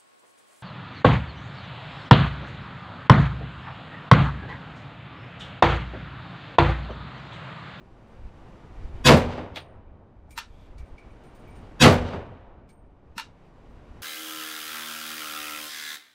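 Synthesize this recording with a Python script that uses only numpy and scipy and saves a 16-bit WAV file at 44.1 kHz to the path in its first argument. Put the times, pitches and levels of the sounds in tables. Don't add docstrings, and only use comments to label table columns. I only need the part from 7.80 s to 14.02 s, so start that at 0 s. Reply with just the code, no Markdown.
import sys
import numpy as np
from scipy import signal
from scipy.fft import rfft, irfft
from scipy.io import wavfile
from scipy.ndimage import uniform_filter1d, minimum_filter1d

SR = 44100
rng = np.random.default_rng(int(sys.argv[2]) if len(sys.argv) > 2 else 0)


def amplitude_ratio(level_db):
    exponent = np.asarray(level_db, float) / 20
    return 10 ** exponent


def store_wav(level_fs):
    pcm = np.round(np.clip(np.atleast_2d(level_fs), -1, 1) * 32767)
    wavfile.write(sys.argv[1], SR, pcm.T.astype(np.int16))


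N = 274302


def at_hz(points, hz):
    rows = np.array(points)
    return [np.interp(np.log(hz), np.log(rows[:, 0]), column) for column in rows[:, 1:].T]


def rms_one(x):
    return x / np.sqrt(np.mean(x ** 2) + 1e-20)


def cut(x, hz, kind, order=2):
    return signal.sosfilt(signal.butter(order, np.clip(hz, 10, .45 * SR), kind, fs=SR, output="sos"), x)


EDGES_HZ = 30 * 2 ** np.arange(0, 9.2, 1 / 3)


def bands(white):
    for k, (low, high) in enumerate(zip(EDGES_HZ, EDGES_HZ[1:])):
        yield np.sqrt(low * high), cut(white[k % 2], [low, high], "band")


def coloured(white, colour):
    return rms_one(sum(amplitude_ratio(at_hz(colour, hz)[0]) * band for hz, band in bands(white)))


def resonate(x, modes):
    out = 0
    for k, (hz, width_hz, db) in enumerate(modes):
        r = np.exp(-np.pi * width_hz / SR)
        b = (1 - r * r) / 2 * np.array([1, 0, -1])
        a = [1, -2 * r * np.cos(2 * np.pi * hz / SR), r * r]
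        out = out + (-1) ** k * amplitude_ratio(db) * signal.lfilter(b, a, x)
    return out


def swell(t, peak_s, t60_s, steep):
    rise = np.clip(t / peak_s, 0, 1)
    return np.sin(np.pi / 2 * rise) ** steep * amplitude_ratio(-60 * np.maximum(t - peak_s, 0) / t60_s)


def drift(rate_hz):
    r = np.exp(-80 * np.pi * rate_hz / SR)
    slow = signal.lfilter([1], [1, -2 * r, r * r], rng.standard_normal(N // 40 + 2002))[2000:]
    return np.interp(np.arange(N) / 40, np.arange(len(slow)), rms_one(slow))


def reflections(shape, uneven_db):
    size_db = uneven_db * np.minimum(rng.exponential(1, shape), 4)
    return rms_one(rng.standard_normal(shape) * amplitude_ratio(size_db))


def add(out, s, x):
    i = round(s * SR)
    out[i:i + len(x)] += x[:len(out) - i]


# open level/dB, depth/dB, closing/s, reopening t60/s
GATE = [
    (-44, 16, 1.387, 9.8),
    (-44.5, 25, 1.0, 7.5),
    (-44.5, 38.5, .7, 6.0),
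]
EARLIER_SHOT_S = -1.615


def gate_db(t, depth_db, closing_s, t60_s):
    blasts_s = [EARLIER_SHOT_S, *np.array(SHOTS)[:, 0]]
    return -depth_db * np.max([swell(t - s, closing_s, t60_s, steep=.9) for s in blasts_s], axis=0)


# f/Hz, density/dB per Hz
RUMBLE = [(53, -26.5), (90, -3), (250, -7), (500, -12), (1000, -16.5), (1600, -25), (2500, -28.5),
          (4000, -38.5), (6500, -46), (10000, -55), (15500, -69.5)]
# t/s, peak level/dB, half length/s
GUSTS = [(0.128, -56, 0.022), (.40, -46, 0.031), (0.462, -37, 0.033), (0.598, -55, .05),
         (0.957, -44, 0.051), (1.052, -36, 0.046), (1.156, -37, .03), (1.23, -41, 0.082),
         (1.96, -49, 0.023), (2.095, -49.5, .045), (2.38, -53, .025), (2.492, -52, 0.069),
         (2.756, -49.5, 0.062), (2.912, -45.5, 0.055), (3.013, -37.5, .04), (3.13, -39.5, 0.015),
         (3.31, -48.5, 0.055), (4.715, -52, 0.019), (5.313, -53, 0.027), (3.80, -53, .1),
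         (5.948, -52, 0.055), (6.10, -45, 0.035)]
BREEZE_DB, BREEZE_SWING_DB, BREEZE_GATED = -47, 1.5, 0.61
CLACK_DUCK_DB, CLACK_DUCK_T60_S = -0.5, 2.5
GUST_HISS_DB = 25


def air():
    t = np.arange(N) / SR
    shut_db = [gate_db(t, *row[1:]) for row in GATE]
    rumble_db, treble_db, top_db = [row[0] + shut for row, shut in zip(GATE, shut_db)]
    for s, *_ in LATCH:
        duck_db = CLACK_DUCK_DB * swell(t - s, 0.22, CLACK_DUCK_T60_S, steep=1.5)
        rumble_db = rumble_db - .5 * duck_db
        treble_db = treble_db - duck_db
        top_db = top_db - duck_db

    wind = cut(cut(rng.standard_normal(N), 65, "low", order=3), 5, "high")
    wind = wind / uniform_filter1d(wind ** 2, size=3000) ** .3
    lumps = amplitude_ratio(1.2 * drift(19))
    puffs = sum(amplitude_ratio(db) * np.exp(-((t - s) / half_s) ** 2) for s, db, half_s in GUSTS)
    hiss_db = 20 * np.log10(1 + amplitude_ratio(GUST_HISS_DB) * puffs)
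    treble_db = treble_db + hiss_db
    top_db = top_db + hiss_db

    together_db = .8 * drift(6.6)
    rumble = np.zeros(N)
    for hz, band in bands(rng.standard_normal((2, N))):
        share = np.clip(np.log(hz / 800) / np.log(3.4), 0, 1)
        top_share = np.clip(np.log(hz / 2700) / np.log(2.2), 0, 1)
        level_db = rumble_db + share * (treble_db - rumble_db) + top_share * (top_db - treble_db)
        rumble += amplitude_ratio(level_db + 26.0 + at_hz(RUMBLE, hz)[0] + together_db) * band
    breeze = amplitude_ratio(BREEZE_DB + BREEZE_GATED * shut_db[0] + BREEZE_SWING_DB * drift(6))
    return rumble + lumps * (breeze + puffs) * rms_one(wind)


# t/s, knock peak/dB, knock centre f/Hz, low ring level/dB, high rings level/dB
DROPS = [(1.757, -50, 11000, -79.5, -61), (2.5069, -48.5, 8900, -53, -60), (2.981, -50.5, 4970, -54, -70),
         (3.058, -68.5, 6000, -74.5, -77.5), (3.18, -53, 3480, -49, -82), (3.305, -74.5, 3960, -60, -81),
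         (3.436, -62, 7000, -65, -68), (3.548, -58.5, 6900, -75.5, -68), (3.596, -66, 9000, -87, -80),
         (3.672, -71.5, 8000, -54.5, -67), (3.753, -58.5, 4950, -77.5, -68.5),
         (4.890, -55.5, 5000, -65, -64), (.27, -77.5, 6000, -89, -80), (5.65, -80, 6000, -89, -86),
         (5.89, -79, 6000, -89.5, -81)]
# f/Hz, t60/s, width/Hz
CASE = [
    (2272, 0.26, 170),
    (8774, 0.37, 85),
    (14720, .23, 65),
]
CASE_TUNING = [.985, 1.011, .985]
TOP_RING_DB = -3.5


def cases():
    out, t = np.zeros(N), np.arange(round(.5 * SR)) / SR
    knock_shape = swell(t, .003, 0.047, steep=1.3) + amplitude_ratio(-6.5) * swell(t, 0.019, .13, steep=1.4)
    draws = rng.standard_normal((len(DROPS), 2, len(t)))
    for (s, db, hz, low_db, high_db), (white, tumble) in zip(DROPS, draws):
        knock = rms_one(cut(white, [hz / 4.9, hz * 1.3], "band"))
        landing = amplitude_ratio(db - 8.0) * knock * knock_shape
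        tuning = CASE_TUNING[np.searchsorted(np.array(SHOTS)[:, 0], s)]
        rings_db = [low_db, high_db, high_db + TOP_RING_DB]
        for (mode_hz, t60_s, width_hz), ring_db in zip(CASE, rings_db):
            mode = [(mode_hz * tuning, width_hz, 0)]
            ring = rms_one(resonate(resonate(tumble, mode), mode))
            landing += amplitude_ratio(ring_db - 5.0) * swell(t, 0.0031, t60_s, steep=1.3) * ring
        add(out, s - .001, landing)
    return out


# t/s, strength/dB
SHOTS = [
    (1.2459, -1.43),
    (4.001, -1.37),
]
# f/Hz, density/dB per Hz, time to peak/s, t60/s, outdoor tail level/dB, tail t60/s
SHED = [(46.7, -16.5, 0.23, 0.46, -21, 1.2), (80, 1.5, 0.079, 0.21, -15.5, 2.15),
        (142, 1.5, 0.092, 0.33, -19.5, 0.78), (300, 0, 0.069, 0.23, -18.5, 0.66),
        (555.7, -3, 0.075, 0.31, -18, 1.48), (1670, -11.5, 0.058, 0.29, -26.5, 1.62),
        (3070, -11, 0.038, 0.27, -32.5, 1.42), (6800, -23, 0.026, 0.29, -36, 0.31),
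        (11000, -34, 0.037, 0.25, -35, 0.29), (15180, -52, .03, .3, -35.5, .3)]
# f/Hz, level/dB, time to peak/s, t60/s
BOOM = [(75, -23.5, 0.025, .6), (87, -24, 0.12, 1), (141.2, -13.5, 0.038, .4), (227.8, -22.5, 0.11, 0.27),
        (243.85, -15.5, 0.053, 0.6), (300.6, -18, 0.055, .3), (503.6, -16, 0.043, 0.42),
        (748, -23.5, 0.085, 0.078), (971, -22.5, 0.033, 0.2)]
# delay/s, swell/s, level/dB, top f/Hz, t60/s
BANK = [
    (.235, 0.055, -35.5, 5880, 0.23),
    (0.302, 0.036, -39, 4650, 0.28),
    (.333, 0.0015, -25, 1477, 0.3),
    (.45, 0.044, -34.5, 300, 0.23),
]
# f/Hz, width/Hz, level/dB
LEAD_TONES = [(150, 83, 0.5), (335, 55, -3), (627, 9, 0.5), (1050, 30, -1), (1600, 170, -3.5), (2120, 30, -6),
              (2534, 76, -3.5), (3380, 150, -5.5), (3806, 45, -1), (4720, 81, -5.5), (5600, 98, -9),
              (6450, 76, -10.5), (6940, 51, -10), (7770, 34, -12), (9100, 100, -18), (10360, 210, -25),
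              (12400, 400, -25.5)]
BLAST_DB, SAMENESS = 8, .7
LEAD_S, LEAD_DB = 0.04, -12.5
BOLT_DELAY_S, BOLT_DB = .12, -42.5


def rifle():
    out, t = np.zeros(N), np.arange(round(1.5 * SR)) / SR
    shed = reflections((2, len(t)), 2.4)
    for s, strength_db in SHOTS:
        white = SAMENESS * shed + np.sqrt(1 - SAMENESS ** 2) * reflections((2, len(t)), 9.0)
        blast = 0
        for hz, band in bands(white):
            db, peak_s, t60_s, tail_db, tail_t60_s = at_hz(SHED, hz)
            shape = swell(t, peak_s, t60_s, steep=2.0)
            shape = shape + amplitude_ratio(tail_db) * swell(t, 0.067, tail_t60_s, steep=1.3)
            for delay_s, rise_s, echo_db, top_hz, echo_t60_s in BANK:
                dull = 1 / (1 + (hz / top_hz) ** 4.1)
                shape = shape + amplitude_ratio(echo_db) * dull * swell(t - delay_s, rise_s, echo_t60_s, steep=1.34)
            blast = blast + amplitude_ratio(db) * shape * band
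        add(out, s, amplitude_ratio(BLAST_DB + strength_db) * blast)

        for k, (hz, db, peak_s, t60_s) in enumerate(BOOM):
            tone = np.sin(2 * np.pi * hz * t + 2.4 * k)
            add(out, s, amplitude_ratio(db) * swell(t, peak_s, t60_s, steep=1.5) * tone)

        wide = [(hz, 3 * width_hz, 0) for hz, width_hz, _ in LEAD_TONES]
        rings = rms_one(resonate(resonate(rng.standard_normal(len(t)), LEAD_TONES), wide))
        add(out, s - .011, amplitude_ratio(LEAD_DB) * rings * swell(t, LEAD_S, 0.028, steep=2.6))

        bolt = cut(rng.standard_normal(len(t)), 3500, "high") * swell(t, 0.0065, 0.1, steep=1.2)
        add(out, s + BOLT_DELAY_S, amplitude_ratio(BOLT_DB) * bolt)
    return out


# f/Hz, density/dB per Hz
WALL = [(150, -33), (250, -3), (458, -14.5), (593, -2.5), (1460, -8), (3510, -4.5), (7770, -36.5),
        (8920, -33), (15500, -41.5)]
# f/Hz, width/Hz, level/dB
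ROLL = [(2280, 330, -2), (3350, 400, 2), (5190, 1490, -10), (8000, 2200, -16.5), (11970, 700, -18)]
WALL_S, WALL_DB = 1.7585, -31.5
ROLL_S, ROLL_DB = 2.66, -69.5


def boards():
    out, t = np.zeros(N), np.arange(round(.4 * SR)) / SR
    shape = swell(t, 0.0013, 0.038, steep=1.06) + amplitude_ratio(-4.5) * swell(t, 0.016, 0.15, steep=1.5)
    knock = coloured(reflections((2, len(t)), 2.5), WALL)
    add(out, WALL_S, amplitude_ratio(WALL_DB) * shape * knock)
    roll = rms_one(resonate(reflections(len(t), 2.7), ROLL))
    add(out, ROLL_S, amplitude_ratio(ROLL_DB) * roll * swell(t, .2, 0.29, steep=.4))
    return out


# t/s, peak level/dB, second contact delay/s, second level/dB, edge level/dB
LATCH = [
    (2.577, -18, .008, -6, 2.5),
    (5.380, -17.5, .017, -7.5, -2.5),
]
# f/Hz, density/dB per Hz
LATCH_COLOUR = [(290, -52), (500, -6), (781, -10), (941, -4), (1800, -2), (2430, -11), (2800, -4),
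                (3240, -10), (3630, -5), (12300, -23), (15500, -35)]
# f/Hz, width/Hz, level/dB
LATCH_RINGS = [(903, 40, 2.5), (995, 74, 0), (1380, 70, 0), (1790, 59, 0), (2030, 60, -5.5), (2717, 29, 1),
               (2900, 60, -5), (3735, 45, -11), (3973, 73, -7.5), (4110, 80, -9), (5050, 76, -10.5),
               (5530, 62, -13.5), (7700, 81, -15.5)]
SPRING_HZ, SPRING_DB, SPRING_T60_S = 2800, -29, .18


def latch():
    out, t = np.zeros(N), np.arange(round(.4 * SR)) / SR
    for s, db, later_s, second_db, edge_db in LATCH:
        shape = swell(t, .0008, 0.053, steep=0.87)
        shape += amplitude_ratio(second_db) * swell(t - later_s, 0.0019, 0.056, steep=1.1)
        white = reflections((2, len(t)), 2.1)
        rattle = cut(coloured(white, LATCH_COLOUR), 760, "high", order=4)
        edge = rms_one(cut(white[1], [11000, 14000], "band"))
        rattle += amplitude_ratio(edge_db - 16.5) * edge
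        add(out, s - .001, amplitude_ratio(db - 13.0) * shape * rattle)

        blows = np.full(len(t), 1e-18)
        blows[[0, round(later_s * SR)]] = 1, -amplitude_ratio(second_db)
        struck = resonate(blows, LATCH_RINGS)
        add(out, s, amplitude_ratio(db - 4.5) * struck / np.abs(struck).max())

        tail = coloured(white[::-1], LATCH_COLOUR) + amplitude_ratio(-1.0) * rms_one(resonate(white[0], LATCH_RINGS))
        tail = cut(tail, [850, 7000], "band")
        add(out, s, amplitude_ratio(db - 19.5) * tail * swell(t, 0.016, 0.18, steep=0.94))

        spring = [(SPRING_HZ, 110, 0)]
        sing = rms_one(resonate(resonate(white[1], spring), spring))
        spring_db = db + SPRING_DB - 2.0 * edge_db
        add(out, s, amplitude_ratio(spring_db) * sing * swell(t, .003, SPRING_T60_S, steep=1.1))

    thud = np.sin(2 * np.pi * 205 * t) * swell(t, 0.0078, 0.044, steep=2.6)
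    add(out, 5.362, amplitude_ratio(-39) * thud)
    return out


def smeared(x):
    frame = round(.035 * SR)
    ramp = np.linspace(0, 1, frame) ** 2.5
    smear = rms_one(rng.standard_normal(frame) * ramp) / np.sqrt(frame)
    return x + amplitude_ratio(-12.5) * signal.fftconvolve(x, smear)[frame - 1:]


def scene():
    mono = air() + rifle() + smeared(cases() + boards() + latch())
    return np.array([mono, mono])


def roll_off(x):
    return signal.sosfilt(signal.butter(12, 15700, fs=SR, output="sos"), x)


def record(dry):
    hz = np.fft.rfftfreq(N, 1 / SR)
    top = irfft(rfft(dry[0]) / (1 + (11200 / (hz + 1)) ** 24.0), N)
    apart = .45 * top + 0.69 * np.roll(top, 311)
    peak = -minimum_filter1d(-np.abs(dry[0]), size=129)
    gain = uniform_filter1d(1 / np.maximum(peak / .98, 1), size=65)
    mix = gain * (dry + apart * np.array([[1], [-1]]))
    return roll_off(mix)


dry = scene()
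out = record(dry)
store_wav(out)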